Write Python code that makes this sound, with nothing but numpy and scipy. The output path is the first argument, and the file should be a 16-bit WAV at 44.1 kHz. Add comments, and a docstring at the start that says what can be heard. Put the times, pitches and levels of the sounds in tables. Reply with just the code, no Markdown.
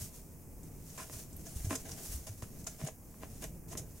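"""Hay rustles, with scratches, knocks and thuds: a small furry animal turns round in its cage
and walks off into its shelter. Its body brushes the stalks and snaps a few, its claws scrape
the floor board and rattle a panel, its feet tap the floor and its weight flexes the base.
The small enclosure answers briefly, over a low room rumble and a faint hiss."""
import sys
import numpy as np
from scipy import signal
from scipy.fft import rfft, irfft, next_fast_len
from scipy.io import wavfile

SR = 44100
rng = np.random.default_rng(int(sys.argv[2]) if len(sys.argv) > 2 else 0)


def generate_wav(sig):
    """Save sig (samples, or channels by samples) to the path in sys.argv[1] as 16-bit PCM at SR."""
    pcm = np.round(np.clip(np.atleast_2d(sig).T, -1, 1) * 32767).astype(np.int16)
    wavfile.write(sys.argv[1], SR, pcm)


N = 176400

# hay friction spectrum: (frequency [Hz], relative level [dB])
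HAY_SPECTRUM = [(1500, -11.5), (3800, -11.5), (5000, -5.5), (5900, -1), (6600, -0.5), (7300, -1),
                (10000, -3), (13000, -4.5), (16000, -7)]
# floor board resonances: (frequency [Hz], width [Hz], relative level [dB])
BOARD_MODES = [(277, 47, 2), (454, 36, 2), (647, 51, 4), (816, 123, -9.5), (1154, 53, -18),
               (1620, 180, -11.5), (1980, 460, -12.5), (2390, 190, -12.5), (2780, 300, -15),
               (4100, 2100, -24.5)]
# side panel resonances: (frequency [Hz], width [Hz], relative level [dB])
PANEL_MODES = [(1036, 94, 5), (1400, 97, 1), (1615, 204, -3.5), (2130, 130, -7), (2450, 190, -5)]


def amp(db):
    return 10 ** (np.asarray(db) / 20)


def unit_rms(x):
    return x / np.sqrt(np.mean(x ** 2) + 1e-20)


def clock(length_s=N / SR):
    return np.arange(round(length_s * SR)) / SR


def add(track, start_s, sound):
    """Mix a sound into a track in place."""
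    start = round(start_s * SR)
    part = sound[..., max(-start, 0):N - start]
    track[..., max(start, 0):][..., :part.shape[-1]] += part


def gain_at(points, hz):
    """Gain from (Hz, dB) points on a log frequency axis."""
    point_hz, db = np.transpose(points)
    return amp(np.interp(np.log(hz + 1), np.log(point_hz + 1), db))


def wobble(knots_per_s):
    """Random piecewise-linear curve."""
    return np.interp(clock() * knots_per_s, np.arange(1200), rng.standard_normal(1200))


def filtered(x, response):
    """Apply a complex frequency response, sampled on a log grid."""
    size = next_fast_len(N + SR // 8)
    grid_hz = np.geomspace(1, SR / 2, num=3000) - 1
    gain = np.interp(np.fft.rfftfreq(size, 1 / SR), grid_hz, response(grid_hz))
    return irfft(rfft(x, size) * gain, size)[..., :N]


def levelled(response):
    """Scale a response to keep the power of white noise."""
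    power = np.mean(abs(response(np.linspace(0, SR / 2, num=4000))) ** 2)
    return lambda hz: response(hz) / np.sqrt(power)


def colour(points):
    """Smooth unit-power response."""
    return levelled(lambda hz: gain_at(points, hz))


def resonator(modes):
    """Unit-power sum of band-pass modes, alternating in sign."""
    return levelled(lambda hz: sum(
        (-1) ** k * amp(db) * 1j * hz * width_hz / (mode_hz ** 2 - hz ** 2 + 1j * hz * width_hz)
        for k, (mode_hz, width_hz, db) in enumerate(modes)))


def grains(per_s):
    """Mid and side trains of tiny random slips, rms 1."""
    return unit_rms(rng.standard_normal((2, N)) * (rng.random(N) < per_s / SR))


def spread(mid_side, side_points):
    """Mid and side to left and right."""
    mid, side = mid_side
    side = filtered(side, lambda hz: gain_at(side_points, hz))
    return np.array([mid + side, mid - side])


def hay_swishes(peak_share=.25, rough_db=0.7, crackle_db=-9.5):
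    """Each body stroke swells and fades in fine friction; single stalks give way and crackle."""
    # body brushing hay: (start [s], length [s], level [dB])
    strokes = [(-.015, .12, -45.5), (0.114, 0.14, -55.5), (0.844, 0.066, -66), (1.097, 0.16, -49.5),
               (1.18, 0.054, -49.5), (1.454, 0.16, -54), (1.547, 0.088, -49.5), (1.603, 0.16, -51.5),
               (1.883, 0.42, -53.5), (1.981, 0.28, -49), (2.1, 0.1, -46), (2.843, 0.027, -51),
               (3.391, .12, -54), (3.67, 0.076, -58)]
    # stalk resonances: (frequency [Hz], width [Hz], relative level [dB])
    stalk_modes = [(5700, 700, -21.5), (6500, 580, 3), (7850, 3900, -1), (11500, 2500, -4)]
    power = np.zeros(N)
    for start_s, length_s, db in strokes:
        swell = np.interp(clock(length_s) / length_s, [0, peak_share, 1], [0, 1, 0])
        add(power, start_s, amp(db) ** 2 * swell ** 2.1)
    level = np.sqrt(power) * amp(rough_db * wobble(120))
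    crackle = filtered(grains(per_s=260) * level, resonator(stalk_modes))
    friction = filtered(grains(per_s=16000) * level, colour(HAY_SPECTRUM))
    return friction + amp(crackle_db) * crackle


def hay_settling(stalk_db=-8.5, board_db=-18, rough_db=2.0, patter_db=3):
    """Hay stirs faintly under the animal and rubs on the board."""
    # stirring envelope: (time [s], relative level [dB])
    stir = [(0, -51.5), (.2, -57.5), (.5, -65), (.58, -63), (.64, -60), (.8, -56.5), (1, -44.5),
            (1.3, -53.5), (1.45, -52.5), (1.65, -47.5), (2.1, -48), (2.3, -53), (2.78, -52), (2.93, -65),
            (3.1, -60.5), (3.36, -50.5), (3.5, -57), (3.65, -70), (3.85, -59), (4, -51.5)]
    level = amp(np.interp(clock(), *np.transpose(stir)))
    stalk_slips = grains(per_s=7000) * level * amp(stalk_db + rough_db * wobble(39.84))
    board_slips = grains(per_s=900) * level * amp(board_db + patter_db * wobble(24.88))
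    return filtered(stalk_slips, colour(HAY_SPECTRUM)) + filtered(board_slips, resonator(BOARD_MODES))


def room_noise(rumble_db=-50.5, drift_db=2.67, hiss_db=-60):
    """Low, wavering rumble and steady hiss."""
    # rumble spectrum: (frequency [Hz], relative level [dB])
    rumble_spectrum = [(20, -4.5), (32, -6), (44, 2), (60, -2.5), (85, -0.5), (110, -5), (155, -2),
                       (220, -8), (300, -12), (450, -17), (700, -26), (1100, -38), (2500, -37.5),
                       (4000, -64), (8000, -55)]
    # slow rumble swell: (time [s], gain [dB])
    swell = [(0, 0), (.5, -1), (.85, -2), (1.35, 0), (1.8, 1.5), (2.5, 0.5), (3, 0), (3.5, 2.5), (4, 0.5)]
    # hiss spectrum: (frequency [Hz], relative level [dB])
    hiss_spectrum = [(1000, 6.5), (3700, -32), (5000, -4), (6500, 2), (8000, 2), (12000, 4.5), (16000, 5)]
    rumble = filtered(rng.standard_normal((2, N)), colour(rumble_spectrum))
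    rumble *= amp(rumble_db + drift_db * wobble(6.64) + np.interp(clock(), *np.transpose(swell)))
    hiss = filtered(rng.standard_normal((2, N)), colour(hiss_spectrum))
    return rumble + amp(hiss_db) * hiss


def base_thuds(rise_s=0.002):
    """The base flexes under the animal's weight and swings for a few cycles."""
    # weight landing: (time [s], level [dB], pitch [Hz], T60 [s])
    landings = [(0.017, -34, 96, 0.16), (1.017, -41, 120, 0.059), (1.137, -42.5, 96.3, 0.23),
                (1.56, -27.5, 68, 0.081), (1.602, -34.5, 47, 0.19), (1.646, -20.5, 82, 0.033),
                (1.669, -27, 95.6, 0.17), (1.709, -24.5, 287, 0.047), (1.726, -27, 266, 0.065),
                (2.093, -35.5, 48.4, 0.31), (2.143, -32, 70, 0.22), (2.292, -36, 103.4, .2),
                (2.429, -27.5, 104, 0.04), (2.824, -28.5, 122, 0.037), (2.838, -23.5, 142, 0.071),
                (3.432, -39, 130, 0.14), (3.505, -29, 146, 0.025), (3.794, -35.5, 115, 0.085)]
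    out, t = np.zeros(N), clock(1 / 3)
    attack = 1 - np.exp(-t / rise_s)
    for start_s, db, hz, t60_s in landings:
        add(out, start_s, attack * amp(db - 60 * t / t60_s) * np.sin(2 * np.pi * hz * t))
    return out


def stalk_snaps(q=8.3, t60_s=.04):
    """A stalk splinters in a short noise burst around its own pitch."""
    # breaking stalks: (time [s], level [dB], pitch [Hz])
    snaps = [(.632, -53.5, 7600), (.902, -51.5, 6740), (1.33, -52.5, 7800), (1.365, -45, 12800),
             (1.468, -48.5, 6450), (1.558, -48, 8900), (1.756, -32.5, 6940), (1.917, -43.5, 5500),
             (2.642, -49, 7360), (2.67, -35.5, 6800), (2.715, -57, 7500), (2.873, -40, 6850),
             (3.442, -49, 12000), (3.775, -38, 6900)]
    out, t = np.zeros((2, N)), clock(1 / 12)
    for start_s, db, hz in snaps:
        splinters = signal.lfilter(*signal.iirpeak(hz, q, SR), rng.standard_normal((2, len(t))))
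        add(out, start_s, unit_rms(splinters) * amp(db - 60 * t / t60_s))
    return out


def claw_scrapes(sag_db=7, release_s=.005, rough_db=0.14):
    """A claw catches, then slips in fading grains that sound the stalks, board and panel."""
    # claw strokes: (start [s], rise [s], length [s], stalks [dB], board [dB], panel [dB])
    scrapes = [(.974, 0.0031, 0.062, -49, -51, -48), (1.12, 0.014, 0.032, -50.5, -69, -59),
               (1.453, 0.013, 0.026, -49.5, -51.5, -62), (1.643, 0.012, 0.013, -42.5, -45.5, -76),
               (1.693, 0.017, 0.065, -42.5, -43.5, -47), (1.752, 0.0024, 0.0055, -37.5, -40.5, -53),
               (1.846, 0.0086, 0.04, -53.5, -49, -63), (1.886, .005, 0.019, -47, -56.5, -57),
               (1.907, 0.0063, 0.031, -50.5, -54, -60.5), (1.975, 0.0039, 0.027, -53, -51.5, -63),
               (2.265, 0.0051, 0.028, -46, -48.5, -60.5), (2.42, 0.0018, 0.02, -49, -49, -55),
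               (2.664, 0.0054, 0.016, -41, -48, -49), (2.78, 0.023, 0.097, -52, -51, -61),
               (2.862, 0.0056, 0.03, -49.5, -45.5, -72), (3.203, 0.029, 0.049, -57, -50, -60),
               (3.417, 0.0077, 0.032, -48, -46.5, -52.5), (3.44, 0.00048, 0.0018, -38.5, -37.5, -60),
               (3.699, 0.028, 0.04, -45.5, -49, -58), (3.751, 0.0025, 0.0079, -62, -52, -55),
               (3.771, 0.0035, 0.026, -41, -50, -63)]
    # scraped dry stalks: (frequency [Hz], relative level [dB])
    stalk_spectrum = [(1500, -33), (3000, -8.5), (4200, -9.5), (5300, 1), (6100, 2), (6600, 5.5), (7300, 1),
                      (9500, 0.5), (12000, -4.5), (16000, -17)]
    t, levels = clock(1 / 8), np.zeros((3, N))
    for start_s, rise_s, length_s, *parts_db in scrapes:
        attack = np.minimum(t / rise_s, 1)
        sag = amp(-sag_db * np.minimum(t / length_s, 1))
        release = np.exp(-np.maximum(t - length_s, 0) / release_s)
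        add(levels, start_s, np.outer(amp(parts_db), attack * sag * release))
    levels *= amp(rough_db * wobble(160))
    responses = [colour(stalk_spectrum), resonator(BOARD_MODES), resonator(PANEL_MODES)]
    return sum(filtered(grains(per_s=9800) * level, response)
               for level, response in zip(levels, responses))


def foot_knocks(soft_foot_hz=2960, side_gain=.7):
    """A foot taps the floor and rings the panel; its softness dulls the treble."""
    # foot blows: (time [s], floor peak [dB], panel peak [dB])
    knocks = [(1.098, -39.5, -55.5), (1.2, -49.5, -65), (1.708, -32.5, -30), (1.714, -41, -36),
              (1.729, -31.5, -42), (1.86, -59, -60), (2.424, -37.5, -71), (2.815, -38, -59),
              (2.886, -40, -47), (3.142, -58, -53.5), (3.234, -35.5, -45), (3.731, -41, -49),
              (3.753, -36.5, -57)]
    # struck spot of the floor: (frequency [Hz], width [Hz], relative level [dB])
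    tap_modes = [(293, 120, -1), (614, 56, 0.5), (990, 310, -7.5), (1350, 580, -26.5), (1760, 340, -14)]

    def struck(modes):
        response = resonator(modes)
        blow = filtered(np.ones(1), lambda hz: response(hz) / (1 + 1j * hz / soft_foot_hz))[:SR // 8]
        return blow / abs(blow).max()

    tap, ring = struck(tap_modes), struck(PANEL_MODES)
    mid = np.zeros(N)
    for start_s, tap_db, ring_db in knocks:
        add(mid, start_s, amp(tap_db) * tap + amp(ring_db) * ring)
    side = side_gain * signal.hilbert(mid).imag  # 90 degree shift for width
    return np.array([mid, side])


def cage_reverb(mid_side, t60_s=0.19, build_s=0.0027, low_cut_hz=900):
    """Short diffuse answer of the enclosure; the bedding soaks up the lows."""
    t = clock(1 / 3)
    envelope = amp(-60 * t / t60_s) * (1 - np.exp(-t / build_s))
    tail = unit_rms(rng.standard_normal((2, len(t))) * envelope) / np.sqrt(len(t))
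    wet = signal.fftconvolve(mid_side[:1], tail, axes=1)[:, :N]
    return filtered(wet, lambda hz: 1j * hz / (low_cut_hz + 1j * hz))


def scene(reverb_db=-7.5):
    """The animal in its cage, thuds centred, over the room noise."""
    # stereo width of the animal: (frequency [Hz], side gain [dB])
    animal_width = [(150, -11), (500, -10), (1100, -9), (2200, -2), (4000, -3.5), (7000, -5.5), (14000, -7)]
    # stereo width of the room: (frequency [Hz], side gain [dB])
    room_width = [(40, -15), (150, -11.5), (500, -9), (1100, -7), (2500, -4), (7000, -7), (14000, -8.5)]
    animal = hay_swishes() + hay_settling() + claw_scrapes() + stalk_snaps() + foot_knocks()
    caged = animal + amp(reverb_db) * cage_reverb(animal)
    return spread(caged, animal_width) + base_thuds() + spread(room_noise(), room_width)


def record(dry, top_hz=15850):
    """Steep low-pass at the band limit."""
    return filtered(dry, lambda hz: hz < top_hz)


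dry = scene()
out = record(dry)
generate_wav(out)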